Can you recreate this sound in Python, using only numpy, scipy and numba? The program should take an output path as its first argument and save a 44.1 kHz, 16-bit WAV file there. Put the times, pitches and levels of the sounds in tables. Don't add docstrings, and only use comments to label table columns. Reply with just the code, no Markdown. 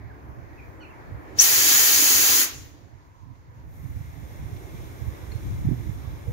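import sys
import numpy as np
from scipy import signal
from scipy.fft import rfft, irfft, next_fast_len
from scipy.io import wavfile
from scipy.ndimage import uniform_filter1d
from numba import njit

SR = 44100
rng = np.random.default_rng(int(sys.argv[2]) if len(sys.argv) > 2 else 0)


def to_wav(s):
    ch = np.atleast_2d(s).T
    pcm = np.round(np.clip(ch, -1, 1) * 32767)
    wavfile.write(sys.argv[1], SR, pcm.astype(np.int16))


def undo_db(level):
    steps = np.asarray(level, float) / 20
    return 10 ** steps


N = 278932

# time in seconds, gain in dB.
PHONE_GAIN = [(0, -2.5), (1.2, 1.06), (2.4, -1.5), (2.75, -9), (3.2, -14), (3.9, -6.5), (4.7, -1),
              (5.5, -0.5), (6.33, -3)]
# frequency in Hz, lead of the left port in radians.
PORT_LEAD = [(0, -1.5), (780, 0.8), (2240, 3.5), (3360, 6), (5430, 13), (8270, 14), (13000, 17),
             (16600, 21), (22050, 27)]
# frequency in Hz, left level in dB per Hz, right level in dB per Hz.
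YARD_SPECTRUM = [(200, -82.5, -85.5), (310, -76, -71), (400, -78, -78), (766, -82, -80.5),
                 (980.1, -80, -80), (1362.4, -86.5, -85.5), (1740, -84.5, -84), (2300, -91, -89),
                 (2799, -103.3, -101.9), (3867, -105.4, -107.2), (5480, -107.1, -110.0),
                 (6652, -106.2, -108.8), (8100, -119.9, -119.8), (13000, -109.5, -111.3)]
# frequency in Hz, level in dB per Hz.
RUMBLE_SPECTRUM = [(12, -41.5), (25, -11.5), (45, -4.5), (65, 2), (90, 0.5), (120, 0), (160, -9.5),
                   (210, -18), (280, -17), (400, -36.5), (700, -67.5)]
# time in seconds, level in dB.
BREEZE = [(0, -47), (1.0, -45), (2.4, -51.5), (3.1, -54), (3.5, -45.5), (4.3, -41.5), (5.2, -37.5),
          (5.6, -29.5), (6.08, -34.5), (6.2, -42), (6.33, -28.5)]
# centre in seconds, level in dB, left minus right in dB.
GUSTS = [(0.37, -37.5, -21), (0.67, -46, -5), (0.87, -51, -14), (1.12, -37.5, -2.5), (1.36, -41, -24),
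         (1.59, -41, -8), (1.74, -42, -5), (2.0, -42, -7), (2.17, -43.5, -6), (2.34, -42.5, -14),
         (2.6, -42, -3), (2.78, -49, -13), (2.91, -47, -16), (3.29, -42.5, -15), (3.88, -34.0, -11),
         (3.99, -35, -6), (4.2, -35.5, -12), (4.53, -35, -9), (4.76, -40, 2.5), (5.07, -32, -4.5),
         (5.34, -33.5, -27), (5.7, -25.5, -11.5), (5.89, -41, -10.5)]
# centre in seconds, level in dB, left minus right in dB.
SIDE_GUSTS = [
    (.04, -43.5, -7),
    (.25, -46, 16),
    (3.62, -44.5, 0),
    (4.42, -38, 9),
    (5.5, -32.5, 13),
    (6.3, -33, -16),
]
# centre in seconds, peak in dB, pitch in Hz.
LEFT_BUFFETS = [
    (3.973, -28.5, 109),
    (4.439, -24, 121),
    (4.755, -30, 147),
    (5.513, -21, 133),
    (5.65, -18, 131),
    (5.67, -14, 110),
]
# centre in seconds, peak in dB, pitch in Hz.
RIGHT_BUFFETS = [(3.86, -23, 90.5), (3.902, -29, 96), (4.011, -20.5, 107.5), (4.463, -20.5, 89.3),
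                 (4.534, -19.5, 95), (5.025, -20.5, 91), (5.081, -26, 93), (5.359, -16.5, 100),
                 (5.459, -32, 95.4), (5.654, -12.5, 171), (5.678, -8.5, 118.5), (5.69, -13, 244.4),
                 (5.714, -14, 238), (5.7219, -10.5, 137), (5.735, -19, 240), (5.745, -16, 99.3),
                 (5.874, -21, 129.8), (5.898, -14.5, 110), (6.286, -15, 94)]
# start in seconds, start pitch in Hz, length in seconds, peak in dB,
# left minus right in dB.
BIRDS = [
    (.096, 1780, 0.028, -52.5, -4.5),
    (.575, 2685, 0.017, -57, -3),
    (.587, 2580, 0.022, -50.5, 0),
    (.615, 2587, 0.029, -55, -1),
    (.823, 2650, 0.024, -50, -1),
    (.845, 2800, 0.017, -52, -6),
    (.895, 2960, .028, -58.5, 2),
    (.92, 2360, 0.031, -57.5, 0),
]
# peak in dB, left minus right in dB.
SQUEAK_HARMONICS = [
    (-59, -3),
    (-57.5, -11),
    (-66, 9.5),
    (-72, 5),
]
# start in seconds, start pitch in Hz, length in seconds, peak in dB,
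# left minus right in dB.
PINGS = [
    (3.80, 2160, 0.087, -68, 3.28),
    (5.316, 4230, 0.0085, -54.5, 17),
    (6.045, 1150, 0.029, -54.5, -4),
    (6.262, 464, 0.057, -47.5, -2),
]
# centre in Hz, width in Hz, level in dB,
# start in seconds, stop in seconds.
HUMS = [
    (2090, 150, -63.5, 3.75, 7.9),
    (977, 100, -63, 2.85, 3.7),
    (300, 94, -50, 1.2, 2.6),
    (299, 32, -42, 1.898, 2.5),
    (288, 31, -58.5, 2, 2.95),
    (304.93, 84, -59.5, 4.9, 5.7),
]
# time in seconds, centre in Hz, peak in dB.
KNOCKS = [
    (4.565, 2200, -53),
    (5.318, 1700, -50.5),
    (3.355, 1000, -58),
]
# time in seconds, pitch in Hz, level in dB.
WHISTLE = [(1.372, 5000, -64.5), (1.384, 5402, -35.5), (1.390, 5681, -18.5), (1.400, 5872, -8),
           (1.410, 7572, -13), (1.420, 8605, -13), (1.432, 11300, -21.5), (1.445, 12000, -22.5),
           (1.47, 12280, -45)]
# frequency in Hz, left level in dB per Hz, right level in dB per Hz.
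BLAST_SPECTRUM = [(325.3, -64.5, -56.5), (650, -66, -68), (1270, -64.5, -60.5), (1750, -63.5, -54),
                  (2500, -59, -56.5), (3823, -62, -63), (4166.7, -54.5, -60), (5495, -54.5, -63.5),
                  (6660, -51, -48), (7630, -66, -59), (8342.5, -67, -62.5), (10500, -56, -61),
                  (12000, -50.5, -59.5), (14800, -59, -53)]
# frequency in Hz, left level in dB per Hz,
# right level in dB per Hz.
TAIL_SPECTRUM = [(201, -79, -76), (298.2, -72.5, -66), (430, -77, -77), (799, -78, -74.5),
                 (1760, -69.5, -66), (3700, -68.5, -68), (5500, -66, -72.5), (6700, -64.5, -62.5),
                 (8100, -81, -81), (12000, -70, -71), (15000, -70, -70.5)]
# frequency in Hz, left level in dB per Hz, right level in dB per Hz.
LEAK_SPECTRUM = [(2200, -91.5, -87), (2940, -99, -96.5), (3440, -92, -89.5), (4350, -99, -101.4),
                 (5940, -93.5, -100), (6930, -99.0, -92.5), (7440, -104.0, -103.2), (8570, -99.5, -99.5),
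                 (10200, -100.5, -96.5), (11000, -104, -105), (12000, -98.5, -99.4), (13500, -96.5, -95.5),
                 (14380, -96, -100), (15500, -101.2, -103.1)]

VALVE_SHUTS_S = 2.423


def curves(table):
    s, *columns = np.transpose(table)
    return np.array([np.interp(np.arange(N) / SR, s, column) for column in columns])


def walk(rate):
    hold = int(SR / rate)
    steps = np.repeat(rng.standard_normal(400), hold)[:N]
    return 1.3 * uniform_filter1d(uniform_filter1d(steps, hold), hold)


def split(x, hz):
    low = signal.sosfiltfilt(signal.butter(2, hz, fs=SR, output="sos"), x)
    return low, x - low


def colour(x, table, under_db=-39.5, tilt=0, swell_db=0, flicker_db=0, rate=12, count=1):
    size = next_fast_len(N)
    octave = np.log2(np.fft.rfftfreq(size, 1 / SR) + 1)
    hz, *columns = np.transpose(table)
    edge = under_db * np.maximum(np.log2(hz[0]) - octave, 0)
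    levels = [np.interp(octave, np.log2(hz), column) + edge for column in columns]
    shaped = rfft(x, size) * undo_db(levels) * np.sqrt(SR / 2)
    out = 0
    for centre in np.arange(7, 14.1, 1 / count):
        distance = np.clip(np.clip(octave, 7, 14) - centre, -1 / count, 1 / count)
        band = np.cos(distance * count * np.pi / 2) ** 2
        gain_db = swell_db + tilt * (centre - 10) + flicker_db * walk(rate)
        out = out + irfft(shaped * band, size)[:, :N] * undo_db(gain_db)
    return out


@njit
def resonator(x, hz, width):
    out, band, low = np.empty(len(x)), 0., 0.
    for i in range(len(x)):
        g, damping = np.tan(np.pi * hz[i] / SR), width[i] / hz[i]
        v = (band + g * (x[i] - low)) / (1 + g * (g + damping))
        band, low = 2 * v - band, low + 2 * g * v
        out[i] = damping * v
    return out


def ports(x, lead_scale):
    size = next_fast_len(N)
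    lead = lead_scale * np.interp(np.fft.rfftfreq(size, 1 / SR), *np.transpose(PORT_LEAD))
    return np.array([irfft(rfft(x, size) * np.exp(1j * lead), size)[:N], x])


def echoes(x, echo_db, t60):
    t = np.arange(SR // 2) / SR
    path = rng.standard_normal((2, len(t))) * undo_db(-60 * t / t60) * (t > .001)
    path = path * undo_db(echo_db) / np.linalg.norm(path[0]) + (t == 0)
    path = path / np.linalg.norm(path, axis=1, keepdims=True)
    return signal.fftconvolve(x, path, axes=1)[:, :N]


def yard():
    dulling = 0.92 * np.maximum(np.arange(N) / SR - 2.87, 0)
    tilt = -0.03 - dulling
    common, own = rng.standard_normal(N), rng.standard_normal((2, N))
    common = np.array([common, np.roll(common, int(0.00041 * SR))])
    share = 0.6
    exchange = share * common + (np.sqrt(1 - share ** 2) - 1) * own
    exchange = signal.sosfilt(signal.butter(2, 2600, fs=SR, output="sos"), exchange)
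    return colour(own + exchange, YARD_SPECTRUM, under_db=-11.5, tilt=tilt,
                  swell_db=curves(PHONE_GAIN)[0], flicker_db=1.64, rate=8, count=2)


def wind_gain():
    t, side = np.arange(N) / SR, np.array([[1], [-1]])
    windward_db, wander_db, gust_s = 2.5, -2, .055
    wander = wander_db * np.array([walk(8), walk(9)])
    power = undo_db(2 * (curves(BREEZE) - side * windward_db / 2 + wander))
    for s, db, lean_db in list(GUSTS) + list(SIDE_GUSTS):
        lean = 2 / (1 + undo_db(-2 * side * lean_db))
        power = power + undo_db(2 * db) * lean * np.exp(-((t - s) / gust_s) ** 2)
    return np.sqrt(power)


def wind():
    lumps = undo_db(2.0 * np.array([walk(28), walk(28)]))
    rumble = colour(rng.standard_normal((2, N)) * lumps, RUMBLE_SPECTRUM)
    rumble = rumble / rumble.std(axis=1, keepdims=True) * wind_gain()
    out = signal.sosfilt(signal.butter(3, 38, "high", fs=SR, output="sos"), rumble)
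    t = np.arange(-SR // 40, SR // 40) / SR
    for port, buffets in zip(out, (LEFT_BUFFETS, RIGHT_BUFFETS)):
        for s, peak_db, hz in buffets:
            swing = -np.sin(2 * np.pi * hz * t) * np.exp(-(t * hz / 0.62) ** 2)
            port[int((s + t[0]) * SR):][:len(t)] += undo_db(peak_db - 1.0) * swing
    return out


def chirps():
    squeak_s, squeak_hz, squeak_length_s = .798, 1510, .05
    squeak = [(squeak_s, (k + 1) * squeak_hz, squeak_length_s, *row) for k, row in enumerate(SQUEAK_HARMONICS)]
    kinds = (BIRDS, 6.2), (squeak, 1.7), (PINGS, -0.623)
    dry = np.zeros((2, N))
    hoarse = uniform_filter1d(rng.standard_normal(N), 60) * 8
    for notes, fall in kinds:
        for s, start_hz, length, peak_db, pan_db in notes:
            end_hz = start_hz * (1 - fall * length)
            span = slice(int(s * SR), min(int((s + length) * SR), N))
            glide = np.linspace(start_hz, end_hz, span.stop - span.start)
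            pitch = glide * (1 + 0.01736 * hoarse[span])
            note = np.sin(2 * np.pi * np.cumsum(pitch) / SR) * np.sqrt(np.hanning(len(pitch)))
            dry[:, span] += note * undo_db(peak_db + 4.5 + np.array([[pan_db], [-pan_db]]) / 2)
    return echoes(dry, -0.97, .35)


def machinery():
    t, out = np.arange(N) / SR, np.zeros(N)
    for hz, width, db, start, stop in HUMS:
        hum = resonator(rng.standard_normal(N), np.full(N, 1. * hz), np.full(N, 1. * width))
        wobble = undo_db(1.5 * walk(10))
        fade = np.clip(np.minimum(t - start, stop - t) / 0.1, 0, 1)
        out += hum / hum.std() * undo_db(db) * wobble * fade
    for s, hz, peak_db in KNOCKS:
        centre = np.full(N, 1. * hz)
        knock = resonator(resonator(rng.standard_normal(N), centre, centre), centre, centre)
        decay = np.exp(-np.maximum(t - s, 0) / .012) * (t > s)
        out += undo_db(peak_db) * knock / knock.std() * decay
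    return echoes(ports(out, 1.5) * undo_db([[-3], [1.5]]), -17, .15)


def valve_db():
    t = np.arange(N) / SR
    opens_s, opening_db_per_s, sag_db_per_s = 1.403, 1151, 1.5
    shutting_db_per_s, knee_s = 379.5, 0.01
    dip_s, dip_db, dip_length_s, surge_db = 1.48, -2, 0.12, 0.5
    opening = -opening_db_per_s * 0.003 * np.logaddexp(0, (opens_s - t) / .004)
    dip = dip_db * np.exp(-((t - dip_s) / dip_length_s) ** 2)
    surge = surge_db * np.clip((dip_s - t) / .05, 0, 1)
    sag = sag_db_per_s * (t - opens_s)
    shut = shutting_db_per_s * knee_s * np.logaddexp(0, (t - VALVE_SHUTS_S) / knee_s)
    return opening + dip + surge - sag - shut


def opening_whistle():
    hz, level_db = curves(WHISTLE)
    width = 420 * (hz / 6000) ** 2.0
    tone = resonator(resonator(rng.standard_normal(N), hz, width), hz, width) / np.sqrt(width)
    return tone / tone.std() * undo_db(level_db + 13.0) * (level_db > -44)


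def lingering(gain, t60):
    pole = undo_db(-120 / (t60 * SR))
    return np.sqrt(signal.lfilter([1 - pole], [1, -pole], gain ** 2))


def jet(gain, scatter_db, lead_scale):
    core = ports(rng.standard_normal(N) * gain, lead_scale)
    low, high = split(rng.standard_normal((2, N)) * lingering(gain, 0.061), 1900)
    fringes = 0.36 * low + high
    return (core + fringes * undo_db(scatter_db)) / np.sqrt(1 + undo_db(2 * scatter_db))


def blast():
    flow = undo_db(valve_db() + 0.46 * walk(13.894))
    whistle = ports(opening_whistle(), 0.81357)
    low, high = split(jet(flow, -0.55, 0.95), 7800)
    bright = np.maximum.accumulate(np.clip(flow, 0, 1)) ** 0.47
    near = echoes(low + high * bright, -4.5, 0.08) + echoes(whistle, -1.3, 0.22)
    near = near - .55 * split(near, 420)[0]
    low, high = split(rng.standard_normal((2, N)), 7600)
    seep = undo_db(-43) * np.interp(np.arange(N) / SR, [2.4, 2.6, 3.7, 4.2], [0, 1, 1, 0])
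    tail = low * (lingering(flow, 0.65) + seep) + high * (lingering(flow, 0.47) + undo_db(-8) * seep)
    direct = colour(near, BLAST_SPECTRUM, under_db=-21.5, flicker_db=0.44, rate=13, count=2)
    return direct + colour(tail, TAIL_SPECTRUM, under_db=-13.5, flicker_db=2.5, rate=20)


def leak():
    opens_s, opening_db_per_s, seep_db, settles_s = 3.75, 139, -21.5, 0.5
    t = np.arange(N) / SR
    opening = undo_db(opening_db_per_s * np.minimum(t - opens_s, 0))
    seep = undo_db(seep_db) * (t > VALVE_SHUTS_S)
    flow = undo_db(curves(PHONE_GAIN)[0]) * (opening + seep)
    fresh = np.exp(-np.maximum(t - opens_s, 0) / settles_s)
    return colour(echoes(jet(flow, .4, 1.5), -9, .06), LEAK_SPECTRUM, under_db=-12,
                  tilt=2.5 * fresh, swell_db=-6 * fresh, flicker_db=.9, rate=8)


def scene():
    return blast() + leak() + yard() + machinery() + wind() + chirps()


def band_limit(x):
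    return signal.sosfilt(signal.butter(12, 17010, fs=SR, output="sos"), x)


def record(dry):
    size = next_fast_len(N)
    passed = np.clip((15725 - np.fft.rfftfreq(size, 1 / SR)) / 40, 0, 1)
    rounded = np.tanh(0.81 * dry) / 0.80086
    mix = irfft(rfft(rounded, size) * passed, size)[:, :N]
    return band_limit(mix)


dry = scene()
out = record(dry)
to_wav(out)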